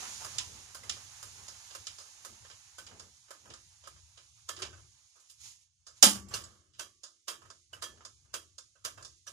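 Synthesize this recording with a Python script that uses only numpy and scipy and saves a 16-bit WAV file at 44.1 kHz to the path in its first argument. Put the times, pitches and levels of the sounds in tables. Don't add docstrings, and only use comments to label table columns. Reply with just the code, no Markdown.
import sys
import numpy as np
from scipy import signal
from scipy.fft import rfft, irfft, next_fast_len
from scipy.io import wavfile
from scipy.ndimage import uniform_filter1d

SR = 44100
rng = np.random.default_rng(int(sys.argv[2]) if len(sys.argv) > 2 else 0)


def generate_wav(signal):
    frames = np.transpose(np.atleast_2d(signal))
    scaled = np.clip(frames, -1, 1) * 32767
    pcm = np.round(scaled).astype(np.int16)
    wavfile.write(sys.argv[1], SR, pcm)


def boost(x):
    u = np.asarray(x, float) / 20
    return 10 ** u


N = 411012
FFT_SIZE = next_fast_len(N)

# start_s, level_db
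GATE = [(0.0, -45.5), (0.36, -50.5), (0.52, -53.5), (0.83, -58), (0.95, -54.5), (1.75, -55.5), (1.92, -58),
        (2.1, -57.5), (2.6, -60.5), (3.2, -65), (3.7, -65), (4.36, -65.5), (4.52, -65.5), (5.3, -68),
        (5.45, -80), (5.92, -77.5), (5.98, -62), (6.08, -81)]
# pitch_hz, density_db (per Hz)
HISS_COLOUR = [(1180, -35), (2000, -15.5), (3260, -9), (4440, -6), (4880, -6.5), (6810, 0), (8080, -9.5),
               (9840, -12.5), (13600, -23.5), (14700, -27), (15500, -37.5)]
ROOM_COLOUR = [(94, -33), (160, -8.5), (231, -5), (281, -11), (411, -6.5), (600, -7), (850, 1.5),
               (2180, -2), (3000, -3), (3900, -38), (6600, -120)]
RUMBLE_COLOUR = [(15, -51), (25, -22.5), (86, 5), (123, -0.5), (150, -11.5), (200, -19), (260, -41.5),
                 (440, -120)]
# start_s, rumble_db, drone_db, length_s
HEAVES = [(0.37, -58, -63.5, 0.54), (0.568, -74, -67.5, 0.83), (0.904, -62, -64, 0.59),
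          (1.276, -80, -68, 0.14), (1.4, -62, -67, 0.38), (1.81, -66, -67.5, 0.21),
          (1.92, -67, -69.5, 0.11), (2.32, -66, -71, 0.31), (2.433, -65.5, -72, 0.29),
          (2.93, -63, -64.5, 0.39), (3.513, -63, -67, 0.23), (3.67, -67, -95, 0.12),
          (3.967, -64, -98, 0.35), (4.345, -71, -101.5, 0.44), (4.665, -56.5, -63, 0.26),
          (4.838, -62.5, -82, 0.13), (5.439, -70, -99, 0.2), (5.892, -74, -99, 0.51),
          (6.073, -57, -68, 0.073), (6.18, -56, -59.5, 0.16), (6.336, -54.5, -59.5, .3),
          (6.801, -70.5, -107.5, 0.32), (7.448, -67.5, -72, 0.22), (7.784, -64.5, -69, 0.21),
          (7.91, -67.5, -75, 0.41), (8.095, -72, -83, .15), (8.334, -69, -81.5, 0.75),
          (8.883, -60.5, -84, 0.13), (9.029, -60.5, -70, 0.2), (9.32, -62.5, -99, 0.1)]
# start_s, level_db
SCUFF = [
    (5.36, -86),
    (5.372, -73),
    (5.414, -56),
    (5.454, -51.5),
    (5.516, -56),
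    (5.602, -70),
    (5.626, -67.5),
    (5.68, -78.5),
]

# pitch_hz, level_db, t60_s
CHASSIS = [(234, -6, 0.26), (299, -12, 0.29), (454, -14, 0.15), (575, -9, 0.14), (535, -17, .23),
           (685, -15, .12), (775, -9.5, 0.21), (877, -10.5, 0.24), (1453, -15.5, 0.13), (2950, -6, 0.08)]
STAND = [(5200, -3, .076), (5260, -6, .08), (5830, -4.5, 0.12), (5960, -8, .12), (7000, -3.5, .14),
         (7445, -9.5, 0.2), (7860, -8, 0.15), (8300, -11, .08), (8355, -15, .14), (8590, -8, .05),
         (9604, -8, 0.1), (10500, -9, .1), (12600, -18, .08)]
# start_s, level_db, pitch_hz, t60_s
THUMPS = [
    (4.578, -56.5, 368, 0.49),
    (4.618, -46.5, 378, 0.18),
    (4.615, -53, 430, 0.11),
    (6.335, -44, 423, 0.1),
    (6.33, -51, 820, .1),
    (0.208, -49, 900, 0.14),
    (0.025, -51.5, 750, 0.13),
    (0.215, -56, 720, 0.11),
]
# start_s, level_db, pitch_hz, t60_s
PINGS = [(4.491, -48, 1330, .08), (4.628, -50, 2363, .12), (4.622, -47, 2713, 0.12),
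         (4.622, -47, 4450, .12), (4.63, -61, 1567, 0.49), (6.339, -39, 6100, 0.11),
         (6.338, -34.5, 4400, 0.059), (6.339, -43, 5230, .06), (6.338, -36, 2820, 0.061),
         (6.438, -48, 7700, 0.094), (6.44, -54, 6900, .12), (7.822, -46, 1270, 0.059),
         (7.825, -45, 4680, .12), (9.275, -48.5, 5860, 0.099), (0.75, -54, 4050, .06),
         (0.834, -54, 2050, .06), (0.836, -59, 2550, .05), (0.4, -54.5, 1000, 0.22),
         (0.748, -53, 1050, .07), (7.734, -44.5, 2950, 0.088), (9.272, -56, 2900, 0.092),
         (9.27, -57, 1700, .1), (2.45, -61, 1800, 0.086), (6.287, -50, 7500, .1), (7.835, -49, 6050, .12)]

# pitch_hz, t60_s, blow_column
HANDLE_MODES = [(1150, 0.55, 1), (1743, 0.32, 2), (3260, 0.18, 3), (4820, 0.13, 4), (5930, 0.25, 4),
                (6170, 0.1, 4), (7280, 0.097, 4)]
SOCKET_MODES = [(1520, 0.11, 1), (2650, 0.13, 2), (2870, 0.052, 2)]
# start_s, low_db, middle_db, singing_db, upper_db
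HANDLE_BLOWS = [
    (4.501, -62, -55, -47, -73),
    (4.63, -65, -67, -60, -61),
    (6.035, -46.5, -56, -57, -35.5),
    (6.312, -55.5, -59, -66, -61),
    (6.806, -70.5, -71, -47.5, -56),
    (7.29, -62.5, -62, -45.5, -62),
    (7.837, -69, -53, -40.5, -55),
    (8.35, -72, -74, -45, -64),
    (8.856, -70, -68, -56, -52),
]
# start_s, lower_db, upper_db
SOCKET_BLOWS = [(0.75, -52, -77), (2.25, -66, -69), (2.784, -46, -69), (3.307, -59, -75), (4.491, -61, -56),
                (4.623, -55, -47), (4.728, -55, -62), (4.775, -73, -76), (6.338, -49, -47),
                (6.794, -43.5, -50), (7.284, -51, -45), (7.734, -52.5, -56), (8.301, -87, -75),
                (8.343, -45.5, -48), (8.755, -69, -77.5), (8.853, -51, -65), (8.976, -64, -57),
                (9.271, -62, -64)]

# pitch_hz, density_db (per Hz)
KNOCK_COLOUR = [(88, -32), (150, -17), (253, -2.5), (370, 0), (812, -10.5), (1270, -5), (1760, -8),
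                (2270, -12), (3040, -2.5), (4480, -7), (4930, -2), (7710, -0.5), (13500, -18), (14800, -15),
                (15500, -33)]
# start_s, tick_db, body_minus_tick_db, t60_s
SNAPS = [
    (0.383, -18, -32, 0.053),
    (0.8951, -16.5, -26, 0.038),
    (1.8686, -27, -24, 0.061),
]
STOPS = [(0.2074, -44, -7, 0.14), (0.2458, -33, -7.5, 0.065), (0.746, -37, -10.5, 0.091),
         (1.2274, -37.5, -10, 0.08), (2.2478, -36, -9, 0.075), (2.911, -59.5, 6, 0.088),
         (3.306, -41, -4.5, 0.089), (3.4554, -57.5, 3, 0.088), (3.872, -41, -6, 0.058),
         (5.1564, -62.5, -3.5, 0.19), (5.1994, -53.5, -30, 0.063), (5.2974, -44.5, -27, 0.099),
         (6.1503, -37, -10.5, 0.12), (6.2846, -48.5, -28, 0.1), (7.4174, -58, 0.5, 0.13),
         (7.4525, -59.5, 3, 0.1), (8.2484, -65, -6, 0.094), (8.7534, -69, 2, 0.14),
         (9.0086, -56.5, -3, 0.11)]
SLAMS = [(0.3474, -43, -11, 0.061), (0.834, -46, -6.5, 0.12), (1.7495, -36, -9.5, 0.067),
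         (2.7828, -38.5, -9, 0.091), (4.4892, -28, -10.5, 0.07), (4.5884, -46, -2.5, 0.2),
         (6.3083, -49.5, -4.5, 0.67), (6.3395, -27.5, -14, 0.14), (6.794, -30.5, -11.5, 0.1),
         (7.2803, -29, -11, 0.12), (7.7303, -45, -5.5, 0.13), (7.8225, -30.5, -8.5, 0.09),
         (7.838, -35.5, -14, 0.08), (8.3397, -27.5, -11, 0.084), (8.8488, -28, -11.5, 0.093),
         (8.975, -52, 2.5, 0.13), (9.2672, -42.5, -10.5, 0.13), (9.2768, -44, -15, 0.14)]
VALVE_CLICKS = [(0.0294, -51.5, 9.5, 0.028), (1.4815, -35.5, -18, 0.12), (1.9828, -40, -15.5, 0.23),
                (2.9952, -37, -13.5, 0.089), (3.537, -38.5, -13, 0.087), (5.8667, -41.5, -16.5, 0.18),
                (6.438, -40.5, -16, 0.093), (7.0335, -37, -19, 0.16), (7.5013, -39, -12, 0.069),
                (8.0495, -34.5, -15.5, 0.073), (8.581, -36.5, -20.5, 0.11), (8.8434, -51.5, -21, 0.079),
                (9.025, -39.5, -17.5, 0.073), (9.0477, -35.5, -19.5, 0.097)]
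LINK_CLINKS = [(0.9667, -43.5, -9, 0.076), (1.7026, -46, -11.5, 0.14), (2.448, -51.5, -5.5, 0.11),
               (2.499, -43.5, -9.5, 0.097), (2.8654, -39, -18, 0.063), (3.2824, -57.5, -5, 0.098),
               (3.5017, -44, -9.5, 0.094), (3.8365, -52.5, -8, 0.25), (3.9614, -57.5, -6, 0.091),
               (4.1734, -48.5, -10.5, 0.11), (4.564, -38.5, -14, 0.075), (4.6194, -27, -12.5, 0.076),
               (4.728, -54.5, 2, 0.074), (4.7734, -62.5, 3, 0.12), (6.7352, -59, -19.5, 0.3),
               (7.9734, -62, 1.5, 0.067), (8.0064, -58, 3.5, 0.097), (8.8117, -80.5, 4, 0.13)]

CLANK_S, CLANK_DB = 6.026, -24
# knocks, edge_minus_tick_db, steel_minus_tick_db, lead_in_before_contact_db
KINDS = [(SNAPS, -50, -4, -29), (STOPS, -9, -11, -21), (SLAMS, -11, -5.5, -16),
         (VALVE_CLICKS, -26, -33.5, -25), (LINK_CLINKS, -32, 0.1, -25),
         ([(CLANK_S, -2, -20, 0.1138)], -10, -6.5, -41)]

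# pitch_hz, left_minus_right_db, likeness (0-1)
PORTS = [(59.1, 8.5, 0.98), (252, 2.5, 0.95), (606, -6, 0.45), (1989, -5.5, 0.3), (5070, -7, 0),
         (7970, -5, 0.9), (10700, -10, .4), (14000, -3.5, 0.6)]
# pitch_hz, level_db
SILL = [(150, -125), (450, -101), (2100, -100), (4200, -97.5), (6500, -108), (8500, -100), (11000, -104),
        (12300, -98.5), (15500, -98)]


def on_log(hz, table, column):
    table = np.array(table)
    return np.interp(np.log(hz + 1), np.log(table[:, 0]), table[:, column])


def curve(table):
    s, *columns = np.transpose(table)
    return [np.interp(np.arange(N) / SR, s, c) for c in columns]


def noise(colour, lo_hz=1., hi_hz=1e6, jag_db=0):
    hz = np.fft.rfftfreq(FFT_SIZE, 1 / SR)
    inside = (hz > colour[0][0]) & (hz < colour[-1][0])
    shape = boost(on_log(hz, colour, column=1) + jag_db) * inside
    shape = shape / np.sqrt((1 + (lo_hz / (hz + 1)) ** 6) * (1 + (hz / hi_hz) ** 6))
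    chance = rng.standard_normal((2, 2, len(hz)))
    out = irfft((chance[0] + 1j * chance[1]) * shape, FFT_SIZE)[:, :N]
    return out / out.std()


def walk(rate):
    k = int(SR / rate)
    return uniform_filter1d(np.repeat(rng.standard_normal(N // k + 1), k), k)[:N]


def mix_db(*dbs):
    return 10 * np.log10(sum(boost(2 * np.asarray(db)) for db in dbs) + 1e-30)


def power_decay(t60_s):
    return np.exp(-2 * np.log(1000) / (t60_s * SR))


def every_knock():
    return [(s, tick_db, edge_db, steel_db, body_db, t60, lead_db)
            for rows, edge_db, steel_db, lead_db in KINDS
            for s, tick_db, body_db, t60 in rows]


def held_open():
    kicks = np.zeros(N)
    for s, tick_db, *_ in every_knock():
        kicks[int(s * SR)] += boost(2 * (-64.5 + 0.28 * (tick_db + 29.5)))
    held = signal.lfilter([1], [1, -power_decay(0.99)], kicks)
    soft = np.exp(-1 / (0.036 * SR))
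    return 10 * np.log10(signal.lfilter([1 - soft], [1, -soft], held) + 1e-30)


def heaves():
    t = np.arange(N) / SR
    rumble, drone = np.zeros((2, N))
    for s, rumble_db, drone_db, length in HEAVES:
        near = slice(max(int((s - 3 * length) * SR), 0), int((s + 3 * length) * SR))
        away = np.maximum(t[near] - s, (s - t[near]) / 0.75) / length
        swell = boost(-2 * 20 * away)
        rumble[near] += boost(2 * rumble_db) * swell
        drone[near] += boost(2 * drone_db) * swell ** 1.9
    return 10 * np.log10(np.array([rumble, drone]) + 1e-30)


def gate():
    hiss_db = curve(GATE)[0]
    closing = hiss_db - GATE[0][1]
    rumble_db, drone_db = heaves()
    return (mix_db(hiss_db, held_open()), mix_db(-53 + 1.266 * closing, drone_db),
            mix_db(-58 + 2.5 * closing, drone_db), mix_db(-68 + 1.1 * closing, rumble_db))


def garage():
    hiss_db, hum_db, drone_db, rumble_db = gate()
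    hiss = noise(HISS_COLOUR) * boost(hiss_db + 0.38 * walk(20))
    hum = noise(ROOM_COLOUR, lo_hz=480) * boost(hum_db + 1.8 * walk(30))
    drone = noise(ROOM_COLOUR, hi_hz=473) * boost(drone_db + 4.3 * walk(6.7))
    rumble = noise(RUMBLE_COLOUR) * boost(rumble_db + 0.76 * walk(7.4))
    return hiss + hum + drone + rumble


def scuff():
    t = np.arange(N) / SR
    sliding = (t > SCUFF[0][0]) & (t < SCUFF[-1][0])
    grit = noise(HISS_COLOUR) + boost(-17.5) * noise(ROOM_COLOUR)
    return grit * boost(curve(SCUFF)[0] + 1.1 * walk(330)) * sliding


def strike(modes, push_s, twin, waver_db):
    out, t = np.zeros(N + SR), np.arange(SR // 3) / SR
    for s, db, hz, t60 in modes:
        grit = rng.standard_normal(len(t))
        fade = np.exp(-np.log(1000) * t / t60)
        twin_hz = hz + 22 * (np.sign(grit[0]) + .4 * grit[1])
        ring = np.sin(2 * np.pi * hz * t + 2 * grit[2])
        ring += twin * fade ** .5 * np.sin(2 * np.pi * twin_hz * t + 2 * grit[3])
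        waver = boost(waver_db * uniform_filter1d(grit, size=600) * np.sqrt(600))
        out[int(s * SR):][:len(t)] += boost(db) * (1 - np.exp(-t / push_s)) * fade * waver * ring
    return out[:N]


def axle_boom():
    peak_s, rise_s, damped_s = 6.07, .025, 6.174
    t = np.arange(N) / SR
    since = t - peak_s
    boom_db = np.maximum(-31.5 - 60 * abs(since) / .22, -41.5 - 60 * abs(since) / 2.5)
    boom_db = boom_db - 20 * np.maximum(-since, 0) / rise_s
    boom_db = boom_db - 10 * np.clip((t - damped_s) / .008, 0, 1)
    boom_db = boom_db - 60 * np.maximum(t - damped_s, 0) / 1.3 + 3 * walk(30)
    return boost(boom_db) * np.sin(2 * np.pi * 200 * since + 0.73 * walk(30)) * (t > CLANK_S)


def clank():
    chassis = [(CLANK_S, CLANK_DB + db, hz, t60) for hz, db, t60 in CHASSIS]
    stand = [(CLANK_S, CLANK_DB + db, hz, t60) for hz, db, t60 in STAND]
    dull = strike(chassis + THUMPS, .0034, twin=0.58, waver_db=3.5)
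    bright = strike(stand, 0.0017, twin=1.0, waver_db=3.5)
    pings = strike(PINGS, 0.00075, twin=0.56, waver_db=2.0)
    return axle_boom() + dull + bright + pings


def handle():
    rings = []
    for blows, modes in [(HANDLE_BLOWS, HANDLE_MODES), (SOCKET_BLOWS, SOCKET_MODES)]:
        rings += [(blow[0], blow[round(k)], hz, t60) for blow in blows for hz, t60, k in modes]
    return strike(rings, 0.003, twin=.35, waver_db=2.)


def frame(peaky_db, width_hz):
    k = int(width_hz * FFT_SIZE / SR)
    steps = np.repeat(rng.standard_normal(N // 500), k)
    return peaky_db * uniform_filter1d(steps, k)[:FFT_SIZE // 2 + 1]


def shudder(db, t60, rise_s):
    lead_s = .008
    power, t = np.zeros(N + SR), np.arange(SR // 2) / SR - lead_s
    after = np.maximum(t, 0)
    rise = (1 - np.exp(-after / rise_s)) ** 2
    lead = np.exp(np.minimum(t, 0) / 0.0023)
    for (s, *_, lead_db), peak, fall in zip(every_knock(), boost(2 * db), t60):
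        decay = np.exp(-2 * np.log(1000) * after / fall)
        power[int((s - lead_s) * SR):][:len(t)] += peak * (rise + boost(2 * lead_db) * lead) * decay
    keep = power_decay(0.22)
    tail = signal.lfilter([1 - keep], [1, -keep], power[:N]) * boost(2 * (-17 + 13))
    return np.sqrt(power[:N] + tail)


def knocks():
    _, tick_db, edge_db, steel_db, body_db, t60, _ = np.transpose(every_knock())
    t60 = np.clip(t60, .02, .6)
    rattle = boost(1.2 * walk(500))
    # lo_hz, hi_hz, level_db, slower (times t60), rise_s
    layers = [(7900, 28000, edge_db - 3, 1.4, .0006), (5030, 4860, -8.5, 0.84, 0.00072),
              (1940, 3700, steel_db - 9.0, 1.4, 0.0032), (660, 1770, body_db - 2.5, 1.336, 0.0011),
              (224, 410, body_db - 27, 5.9, 0.0049)]
    out = 0
    for lo_hz, hi_hz, db, slower, rise_s in layers:
        modes = noise(KNOCK_COLOUR, lo_hz, hi_hz, frame(peaky_db=4.5, width_hz=60))
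        out = out + rattle * modes * shudder(tick_db + db, slower * t60, rise_s)
    return out


def scene():
    direct, scattered = rfft(garage() + scuff() + clank() + handle() + knocks(), FFT_SIZE)
    hz = np.fft.rfftfreq(FFT_SIZE, 1 / SR)
    pan = boost(on_log(hz, PORTS, column=1) / 2)
    like = np.clip(on_log(hz, PORTS, column=2), 0, 1)
    lag_s = 0.00017
    late = np.exp(-2j * np.pi * hz * lag_s - 1.9j * np.clip((hz - 7600) / 1200, 0, 1))
    left = pan * (like * late * direct + np.sqrt(1 - like ** 2) * scattered)
    return irfft(np.array([left, direct / pan]), FFT_SIZE)[:, :N] * boost(1.45)


def mute_faint_bands(x):
    hz, _, z = signal.stft(x, SR, nperseg=2048)
    power = np.abs(z[:, :1024]) ** 2 + 1e-18
    bands = power.reshape(2, 128, 8, -1).mean(axis=2)
    band_hz = hz[4:1024:8]
    loud_db = 10 * np.log10(power.sum(axis=1, keepdims=True))
    fickle = uniform_filter1d(rng.standard_normal(bands.shape), size=4) * 2
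    low = 1 / (1 + (band_hz[:, None] / 11000) ** 6)
    sill_db = on_log(band_hz, SILL, column=1)[:, None] + 0.94 * np.minimum(loud_db + 61.5, 8) * low
    sill_db = sill_db + 5.5 * fickle * (.4 + .6 * low)
    z[:, :1024] *= np.repeat(bands > boost(2 * sill_db), 8, axis=1)
    return signal.istft(z, SR, nperseg=2048)[1][:, :N]


def band_limit(x):
    return signal.sosfilt(signal.butter(12, 16130, fs=SR, output="sos"), x)


def record(dry):
    soft = .86 * np.tanh(dry / .86)
    soft = signal.sosfilt(signal.butter(3, 42, "high", fs=SR, output="sos"), soft)
    soft = signal.sosfilt(signal.ellip(8, .3, 70, 15600, fs=SR, output="sos"), soft)
    return band_limit(mute_faint_bands(soft))


dry = scene()
out = record(dry)
generate_wav(out)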